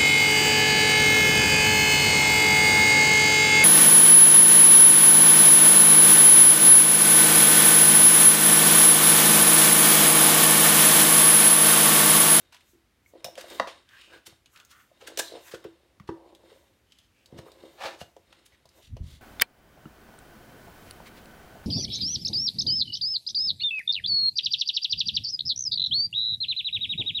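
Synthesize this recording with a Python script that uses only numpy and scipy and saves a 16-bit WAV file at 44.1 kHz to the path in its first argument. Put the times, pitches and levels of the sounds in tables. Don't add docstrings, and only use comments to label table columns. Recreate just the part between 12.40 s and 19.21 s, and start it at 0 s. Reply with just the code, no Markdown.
import sys
import numpy as np
from scipy import signal
from scipy.fft import rfft, irfft, next_fast_len
from scipy.io import wavfile

SR = 44100
rng = np.random.default_rng(int(sys.argv[2]) if len(sys.argv) > 2 else 0)


def master_out(mix):
    frames = np.transpose(np.atleast_2d(mix))
    ceiling = np.clip(frames, -1, 1)
    pcm = np.round(ceiling * 32767).astype(np.int16)
    wavfile.write(sys.argv[1], SR, pcm)


N = 300321
T = np.arange(N) / SR
BRIEF, RING = T[:SR // 2], T[:SR // 4]


def from_db(db):
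    return 10 ** (np.asarray(db) / 20)


def rms_one(x):
    return x / np.sqrt(np.mean(x ** 2) + 1e-20)


def peak_one(x):
    return x / np.abs(x).max()


def add(track, s, sound):
    start = max(round(s * SR), 0)
    track[start:start + len(sound)] += sound[:N - start]


def gain_curve(rows, fade_s=0.028):
    s, db = np.transpose(rows)
    outside_s = np.abs(T - np.clip(T, s[0], s[-1]))
    return from_db(np.interp(T, s, db)) * np.exp(-outside_s / fade_s)


def gestures(rows, shape=1.2):
    t, gain = T[::64], 0
    for s, rise, fall, db in rows:
        distance = np.abs((t - s) / np.where(t < s, rise, fall))
        gain += from_db(db) * np.exp(-np.minimum(distance, 20) ** shape)
    return np.interp(T, t, gain)


def at_hz(points, hz):
    f, value = np.transpose(points)
    return np.interp(np.log(hz), np.log(f), value)


def coloured(x, points, tilt_db=0, ripple_db=0, ripple_hz=230):
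    size = 2 * next_fast_len(len(x) // 2 + 1, real=True)
    hz = np.maximum(np.fft.rfftfreq(size, 1 / SR), 10)
    slope = tilt_db * np.log2(np.maximum(hz, SR / 44))
    ripple = ripple_db * np.interp(hz / ripple_hz, np.arange(400), rng.standard_normal(400))
    gain = rms_one(from_db(at_hz(points, hz) + slope + ripple))
    cepstrum = irfft(np.log(gain))
    cepstrum[1:size // 2] *= 2
    cepstrum[size // 2 + 1:] = 0
    return irfft(rfft(x, size) * np.exp(rfft(cepstrum)))[:len(x)]


def ringing(modes):
    return sum(rng.choice([-1, 1]) * from_db(db - 60 * RING / t60) * np.sin(2 * np.pi * hz * RING)
               for hz, db, t60 in modes)


def friction(slips_per_s, uneven_db, catch_hz, catch_db):
    slips = (rng.random(N) < slips_per_s / SR) * rng.choice([-1, 1], N)
    force_db = uneven_db * np.minimum(rng.exponential(1, N), 4)
    clumps = np.interp(T * catch_hz, np.arange(N), rng.standard_normal(N))
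    return rms_one(slips * from_db(force_db + catch_db * clumps))


# pitch in Hz, relative level in dB.
HUSH_COLOUR = [(20, -38), (32, -26), (45, -2), (65, 4), (100, -2), (160, -8), (280, -7.5), (500, -15),
               (1000, -17.5), (2000, -16.5), (4000, -22.5), (8000, -28.5), (12000, -29), (16000, -34.5)]
def hush(level_db=-68):
    return from_db(level_db) * coloured(rng.standard_normal(N), HUSH_COLOUR)


# pitch in Hz, ring time in seconds.
ROOM_DECAY = [(100, 0.17), (400, 0.24), (1200, 0.33), (4000, 0.21), (8000, 0.34), (16000, 0.25)]
def room_echo(x, wet_db=-10.5, gap_s=0.0068, build_s=0.0009):
    tail, edges = np.zeros(len(BRIEF)), np.geomspace(70, 18000, 9)
    for low, high in zip(edges, edges[1:]):
        octave = signal.butter(2, [low, high], "band", fs=SR, output="sos")
        band = signal.sosfilt(octave, rng.standard_normal(len(BRIEF)))
        tail += band * from_db(-60 * BRIEF / at_hz(ROOM_DECAY, np.sqrt(low * high)))
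    tail *= 1 - np.exp(-np.maximum(BRIEF - gap_s, 0) / build_s)
    return from_db(wet_db) * signal.fftconvolve(x, tail / np.linalg.norm(tail))[:N]


# time in seconds, level in dB.
PUFF_LEVELS = [(6.40, -74.5), (6.48, -57), (6.53, -38.5), (6.59, -48.5), (6.612, -34), (6.65, -41),
               (6.70, -50), (6.76, -48.5), (6.81, -61)]
# pitch in Hz, relative level in dB.
PUFF_COLOUR = [(20, -34), (31, -12), (40, -4), (55, -4.5), (80, -1), (125, -9), (220, -18.5), (400, -39),
               (900, -83)]
def air_puff():
    return gain_curve(PUFF_LEVELS) * coloured(rng.standard_normal(N), PUFF_COLOUR)


# middle in seconds, half-length in seconds, relative level in dB.
GLIDES = [(0, 0.026, -63.5), (0.298, 0.052, -65), (0.689, 0.029, -64.5), (1.085, 0.04, -61),
          (1.15, 0.036, -52.5), (2.14, 0.023, -62), (2.394, 0.085, -65.5), (2.626, 0.027, -65.5),
          (3.078, 0.054, -52), (4.168, 0.15, -71), (5.38, 0.34, -68), (6.38, 0.037, -62.5),
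          (6.712, 0.047, -65)]
# pitch in Hz, relative level in dB.
HISS_COLOUR = [(3000, -32), (6000, 2.5), (7500, 1.5), (10000, -4), (13000, 1.5), (16000, -5)]
def skin_glides(gain_db=-2):
    swell = gestures([(s, half, half, db) for s, half, db in GLIDES])
    return from_db(gain_db) * swell * coloured(rng.standard_normal(N), HISS_COLOUR)


def card_colour(hz, sharp_db):
    return [(hz / 4, -sharp_db - 17), (hz / 1.35, -sharp_db), (hz, 0),
            (hz * 1.35, -sharp_db), (hz * 2.2, -sharp_db - 4), (hz * 5, -sharp_db - 18)]


# middle in seconds, level in dB, half-length in seconds,
# pitch in Hz, sharpness of that pitch in dB.
RUBS_AND_RATTLES = [(1.243, -49, 0.042, 1060, 31), (1.554, -56.5, 0.052, 1640, 14.5),
                    (1.652, -59.5, 0.12, 2900, 14.5), (1.745, -55.5, 0.037, 1510, 11),
                    (2.184, -57, 0.036, 1350, 10.5), (2.367, -60, 0.059, 1430, 11.5),
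                    (2.86, -49, 0.059, 4000, 17), (3.076, -54, 0.021, 1580, 4),
                    (4.585, -69, 0.083, 3070, 14), (4.794, -68.5, 0.052, 2660, 14),
                    (5.077, -53, 0.013, 970, 12.5), (6.14, -65, 0.017, 1980, 12),
                    (6.447, -59.5, 0.031, 3390, 8.5), (6.71, -58, 0.052, 3320, 8.5)]
def rubs_and_rattles():
    out, middle = np.zeros(N), BRIEF.mean()
    slips = friction(slips_per_s=6000, uneven_db=1.5, catch_hz=130, catch_db=2.2)
    for s, db, half, hz, sharp_db in RUBS_AND_RATTLES:
        grain = slips[rng.integers(N - len(BRIEF)):][:len(BRIEF)]
        voiced = coloured(grain, card_colour(hz, sharp_db), ripple_db=3)
        swell = np.exp(-.5 * np.abs((BRIEF - middle) / half) ** 3)
        add(out, s - middle, from_db(db) * swell * voiced)
    return out


# fastest moment, speed-up time and slow-down time in seconds,
# then relative levels of drag and rustle in dB.
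SLIDES = [(0, .05, 0.083, -72.5, -64.5), (.2, 0.086, .14, -77.5, -64.5), (.77, 0.034, 0.14, -61.5, -64.5),
          (1.146, 0.11, 0.06, -49.5, -44), (1.29, 0.027, 0.087, -59, -50.5), (1.61, 0.047, 0.043, -76, -52),
          (1.755, .05, 0.024, -54.5, -52), (1.9, .03, 0.043, -78, -55), (2.27, 0.13, 0.23, -77, -70.5),
          (2.68, .08, 0.14, -62.5, -54), (2.96, 0.095, 0.07, -53.5, -51), (3.17, .05, 0.25, -62.5, -62),
          (3.75, 0.055, 0.26, -59, -72), (3.89, 0.039, 0.034, -60, -71), (4.091, 0.051, 0.15, -66.5, -59.5),
          (4.98, 0.065, 0.19, -55.5, -61), (5.26, 0.073, 0.051, -60, -56.5),
          (5.53, 0.15, 0.085, -55, -56.5), (5.93, 0.069, 0.22, -67.5, -61), (6.384, 0.042, 0.038, -63, -60),
          (6.7, 0.052, 0.095, -68.5, -61.5)]
# pitch in Hz, relative level in dB.
DRAG_COLOUR = [(120, -29), (250, -13), (350, 1), (430, -8.5), (530, -1.5), (680, -8.5), (830, -12),
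               (1050, -11.5), (1500, -46.5), (3000, -49.5)]
RUSTLE_COLOUR = [(500, -19.5), (1000, 5.5), (1400, 0.5), (1800, 0), (2300, 3), (3100, 3.5), (4200, 0.5),
                 (6500, -9), (9000, -8.5), (16000, -69.5)]
def book_slides(drag_db=1, rustle_db=-4):
    coarse = friction(slips_per_s=1200, uneven_db=2.0, catch_hz=70, catch_db=2.2)
    fine = friction(slips_per_s=9000, uneven_db=2.0, catch_hz=110.2, catch_db=2.5)
    on_table = gestures([(s, rise, fall, db) for s, rise, fall, db, _ in SLIDES])
    on_card = gestures([(s, rise, fall, db) for s, rise, fall, _, db in SLIDES])
    drag = on_table * coloured(coarse, DRAG_COLOUR)
    rustle = on_card * coloured(fine, RUSTLE_COLOUR, ripple_db=4.5)
    return from_db(drag_db) * drag + from_db(rustle_db) * rustle


# time in seconds, level in dB.
SHOVE_LEVELS = [(5.36, -71), (5.408, -41.5), (5.417, -37), (5.46, -33), (5.485, -37.5), (5.505, -46),
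                (5.55, -51.5), (5.58, -91)]
# pitch in Hz, relative level in dB.
SHOVE_COLOUR = [(120, -45), (200, -13.5), (340, -35), (500, 1.5), (709, 3.5), (1100, -3.5), (1230, -2.5),
                (1590, -8), (1740, -1), (1870, -10.5), (2250, -5.5), (3190, -10), (3760, -8), (14300, -35),
                (16000, -32.5)]
def book_shove():
    slips = friction(slips_per_s=4000, uneven_db=1.0, catch_hz=200.2, catch_db=1.4)
    return gain_curve(SHOVE_LEVELS) * coloured(slips, SHOVE_COLOUR)


# start in seconds, level in dB, pitch in Hz, ring time in seconds.
TWANGS = [(0.661, -47.5, 2180, 0.029), (2.8041, -21.5, 1690, 0.019), (3.599, -39.5, 1165, 0.023),
          (5.613, -36.5, 2840, 0.046)]
def cover_twangs(onset_s=0.00048):
    out = np.zeros(N)
    for s, db, hz, t60 in TWANGS:
        add(out, s, ringing([(hz, db, t60)]) * (1 - np.exp(-RING / onset_s)))
    return out


# start in seconds, relative level in dB, pitch in Hz.
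TICKS = [(.166, -50, 2730), (.208, -54, 2740), (0.954, -42, 3000), (1.101, -42, 3960), (1.49, -51.5, 3550),
         (1.613, -46.5, 2630), (2.059, -47, 2920), (2.1607, -45, 2680), (2.174, -47, 3840),
         (2.2, -45.5, 3170), (2.2495, -49, 6490), (3.242, -47, 1630), (3.599, -50.5, 1900),
         (3.9495, -47, 3560), (4.5212, -48, 3120), (4.5864, -51.5, 3400), (4.8589, -47.5, 4260),
         (5.118, -49, 4000), (5.766, -53, 3240), (6.256, -54, 4200), (6.29, -53.5, 4440),
         (6.568, -49, 2900)]
def loop_ticks(t60=0.045, gain_db=5, sharp_db=9, snap_s=0.00082, snap=0.87):
    out = np.zeros(N)
    fading = from_db(-60 * BRIEF / t60) + snap * np.exp(-BRIEF / snap_s)
    for s, db, hz in TICKS:
        burst = fading * rng.standard_normal(len(BRIEF))
        crack = coloured(burst, card_colour(hz, sharp_db), ripple_db=2)
        add(out, s, from_db(db + gain_db) * peak_one(crack))
    return out


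def buzzing(modes, flutter_hz=380):
    flutter = np.interp(RING * flutter_hz, np.arange(len(RING)), rng.standard_normal(len(RING)))
    wire = ringing(modes) * (1 + .5 * flutter)
    return wire / np.linalg.norm(wire)


# pitch in Hz, relative level in dB, ring time in seconds.
WIRE_TONES = [(2870, 9, 0.095), (3440, -13, 0.053), (3690, 5, 0.17), (5350, 15, 0.065), (5470, -3, 0.29),
              (5630, -13.5, 0.12), (5500, -9.5, .18), (5960, -0.5, 0.16), (9800, -18, 0.091),
              (11200, -7, .06), (14900, 1, 0.07)]
def spiral_ring(start_s=.8448, peak_db=-23, detune=.022, bright_db=3.5, count=6):
    out, loops = np.zeros(N), 0
    for offset in np.linspace(-1, 1, count):
        loops += buzzing([(hz * (1 + detune * offset), db + bright_db * np.log2(hz), t60)
                          for hz, db, t60 in WIRE_TONES])
    add(out, start_s, from_db(peak_db) * peak_one(loops))
    return out


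# loudest moment in seconds, level in dB,
# build-up and ring time in seconds, treble tilt in dB per octave.
CLACKS = [(0.126, -50, 0.0021, 0.12, -1.5), (.145, -47, 0.00078, 0.064, -2),
          (0.8445, -32, 0.00029, 0.05, 2), (.978, -42, 0.0022, 0.22, -1.5),
          (1.011, -39.5, 0.0016, 0.037, 1.5), (1.1982, -16, 0.00051, 0.023, -9),
          (1.273, -40, 0.0011, 0.18, -4.5), (1.868, -41.5, 0.0045, 0.063, 2),
          (2.315, -50.5, 0.0093, 0.083, 1), (2.613, -49, 0.0042, 0.1, -5.5), (2.675, -38, 0.0031, 0.072, 0),
          (2.774, -27.5, 0.00038, 0.047, 3), (2.796, -21.5, 0.0056, 0.042, 2.5),
          (3.116, -45.5, 0.004, .15, -1.5), (3.146, -40, .005, 0.064, -2.5),
          (3.248, -49.5, 0.0058, .11, -7), (3.677, -53.5, .002, 0.14, -3),
          (3.690, -40.5, 0.000498, 0.052, -9.5), (4.988, -46.5, 0.0073, 0.057, -2),
          (5.615, -44, .016, 0.076, -1), (5.927, -49, 0.00087, 0.04, -4), (6.062, -51, 0.0043, 0.041, 2.5)]
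# pitch in Hz, relative level in dB.
CLACK_COLOUR = [(300, -32.5), (700, -0.5), (1100, 3), (1750, 6), (2250, 2), (2900, 7.5), (4000, 5),
                (6300, 1.5), (8300, -2), (10000, -3.5), (16000, -13)]
def binding_clacks(grain_db=3.5, ring_db=-29.5):
    out = np.zeros(N)
    for s, db, build, t60, tilt_db in CLACKS:
        lead = 3 * build
        t = BRIEF - lead
        swell = np.where(t < 0, np.exp(-np.abs(t / build)), from_db(-60 * np.abs(t) / t60))
        noise, force = rng.standard_normal((2, len(t)))
        clicks = rms_one(noise * from_db(grain_db * force) * swell) * np.sqrt(np.mean(swell ** 2))
        crack = coloured(clicks, CLACK_COLOUR, tilt_db, ripple_db=2.0)
        ring = rms_one(signal.fftconvolve(clicks, buzzing(WIRE_TONES))[:len(t)]) * clicks.std()
        add(out, s - lead, from_db(db) * (crack + from_db(ring_db) * ring))
    return out


def radiated(x, edge_hz):
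    return signal.sosfilt(signal.butter(2, edge_hz, "high", fs=SR, output="sos"), x)


# start in seconds, level in dB, favoured pitch in Hz,
# spread around it in octaves, thump in dB relative to the knock, number of touches.
KNOCKS = [(.332, -53, 327, 0.29, -21, 2), (.736, -39.5, 496, 0.47, -40, 2),
          (.846, -31, 645, 0.26, -16.5, 3), (.978, -32, 570, 0.19, -42, 1), (1.0405, -37, 630, 0.2, -37, 1),
          (1.1968, -31, 242.4, 0.17, -20, 1), (1.1972, -17.5, 614, 0.25, -22, 1),
          (1.1973, -17, 1150, .35, -32, 1), (1.228, -39, 1200, 0.43, -31, 2),
          (1.273, -31, 680, 0.55, -40, 1), (1.76, -47.5, 485, 0.4, -9, 1), (1.875, -47.5, 340, 0.79, -1, 1),
          (1.924, -51, 700, 0.3, -2, 1), (2.513, -50.5, 608, 0.15, -20, 1),
          (2.621, -41.5, 488, 0.32, -31, 1), (2.681, -37.5, 490, 0.63, -34, 3),
          (2.7745, -28.5, 546, 0.38, -37, 1), (2.793, -24, 660, .65, -33, 1),
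          (2.9191, -33, 510, 0.46, -20, 2), (2.953, -34.5, 580, 0.4, -25.5, 2),
          (3.137, -28, 458, 0.29, -16.5, 1), (3.249, -30.5, 410, 0.33, -14.5, 1),
          (3.601, -44.5, 220, 0.16, 3.5, 1), (3.6897, -30, 956, 0.23, 0.5, 1),
          (3.6901, -22.5, 353, 0.31, -20, 1), (4.034, -45.5, 453, 0.77, -33, 1),
          (4.117, -45.5, 432, 0.16, -28, 1), (4.925, -38.5, 290, .55, -3.5, 3),
          (4.987, -38, 420, 1.2, 2.5, 1), (5.061, -41.5, 434, 0.26, -17, 1),
          (5.2364, -35, 450, 0.44, -35, 1), (5.443, -39, 400, 0.84, -9, 1),
          (5.6143, -31.5, 612, 0.13, -5.5, 1), (5.7643, -38.5, 593, 0.47, -34.5, 1),
          (6.254, -48, 696, .43, -9, 1), (6.567, -38.5, 580, 0.54, -19, 1)]
# pitch in Hz, relative level in dB, ring time in seconds.
TABLE_TONES = [(203, 2, 0.12), (274.6, 2.5, 0.063), (331.5, -4.5, 0.23), (365.7, -4, 0.11),
               (400, -2.5, 0.073), (456, 0, 0.056), (523, 1, 0.053), (589, 0.5, 0.033), (685.3, 0, 0.059),
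               (853, -2, 0.045), (972, 2, 0.046), (1144, 1, 0.038), (1244, -6.5, 0.1), (1570, -29.5, .02),
               (1870, 3, 0.038), (2470, -11.5, .025)]
THUMP_TONES = [(88, -3.5, 0.075), (113, -6.5, 0.1), (163, 4.5, 0.031)]
def table_knocks(rebound_s=.0175, rebound_loss_db=2, far_tones_db=-26, contact_cycles=0.43):
    board, thump = np.zeros((2, N))
    hz, tone_db, t60 = np.transpose(TABLE_TONES)
    for s, db, centre_hz, spread, thump_db, touches in KNOCKS:
        favour = np.exp(-.5 * (np.log2(hz / centre_hz) / spread) ** 2) + from_db(far_tones_db)
        struck_db = tone_db + 20 * np.log10(favour)
        pressing = 1 - np.exp(-RING * centre_hz / contact_cycles)
        for k in range(round(touches)):
            start, gain = s + k * rebound_s, from_db(db - k * rebound_loss_db)
            add(board, start, gain * peak_one(pressing * ringing(zip(hz, struck_db, t60))))
            add(thump, start, gain * from_db(thump_db) * peak_one(pressing * ringing(THUMP_TONES)))
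    return radiated(board, edge_hz=230) + radiated(thump, edge_hz=70)


def scene():
    hits = table_knocks() + binding_clacks() + spiral_ring() + loop_ticks() + cover_twangs()
    rubbing = rubs_and_rattles() + book_slides() + skin_glides() + book_shove()
    books = hits + rubbing
    return (hush() + air_puff() + room_echo(books) + books)[None]


def record(dry):
    cutoff_hz = 15900
    return signal.sosfilt(signal.ellip(12, .1, 80, cutoff_hz, fs=SR, output="sos"), dry)


dry = scene()
out = record(dry)
master_out(out)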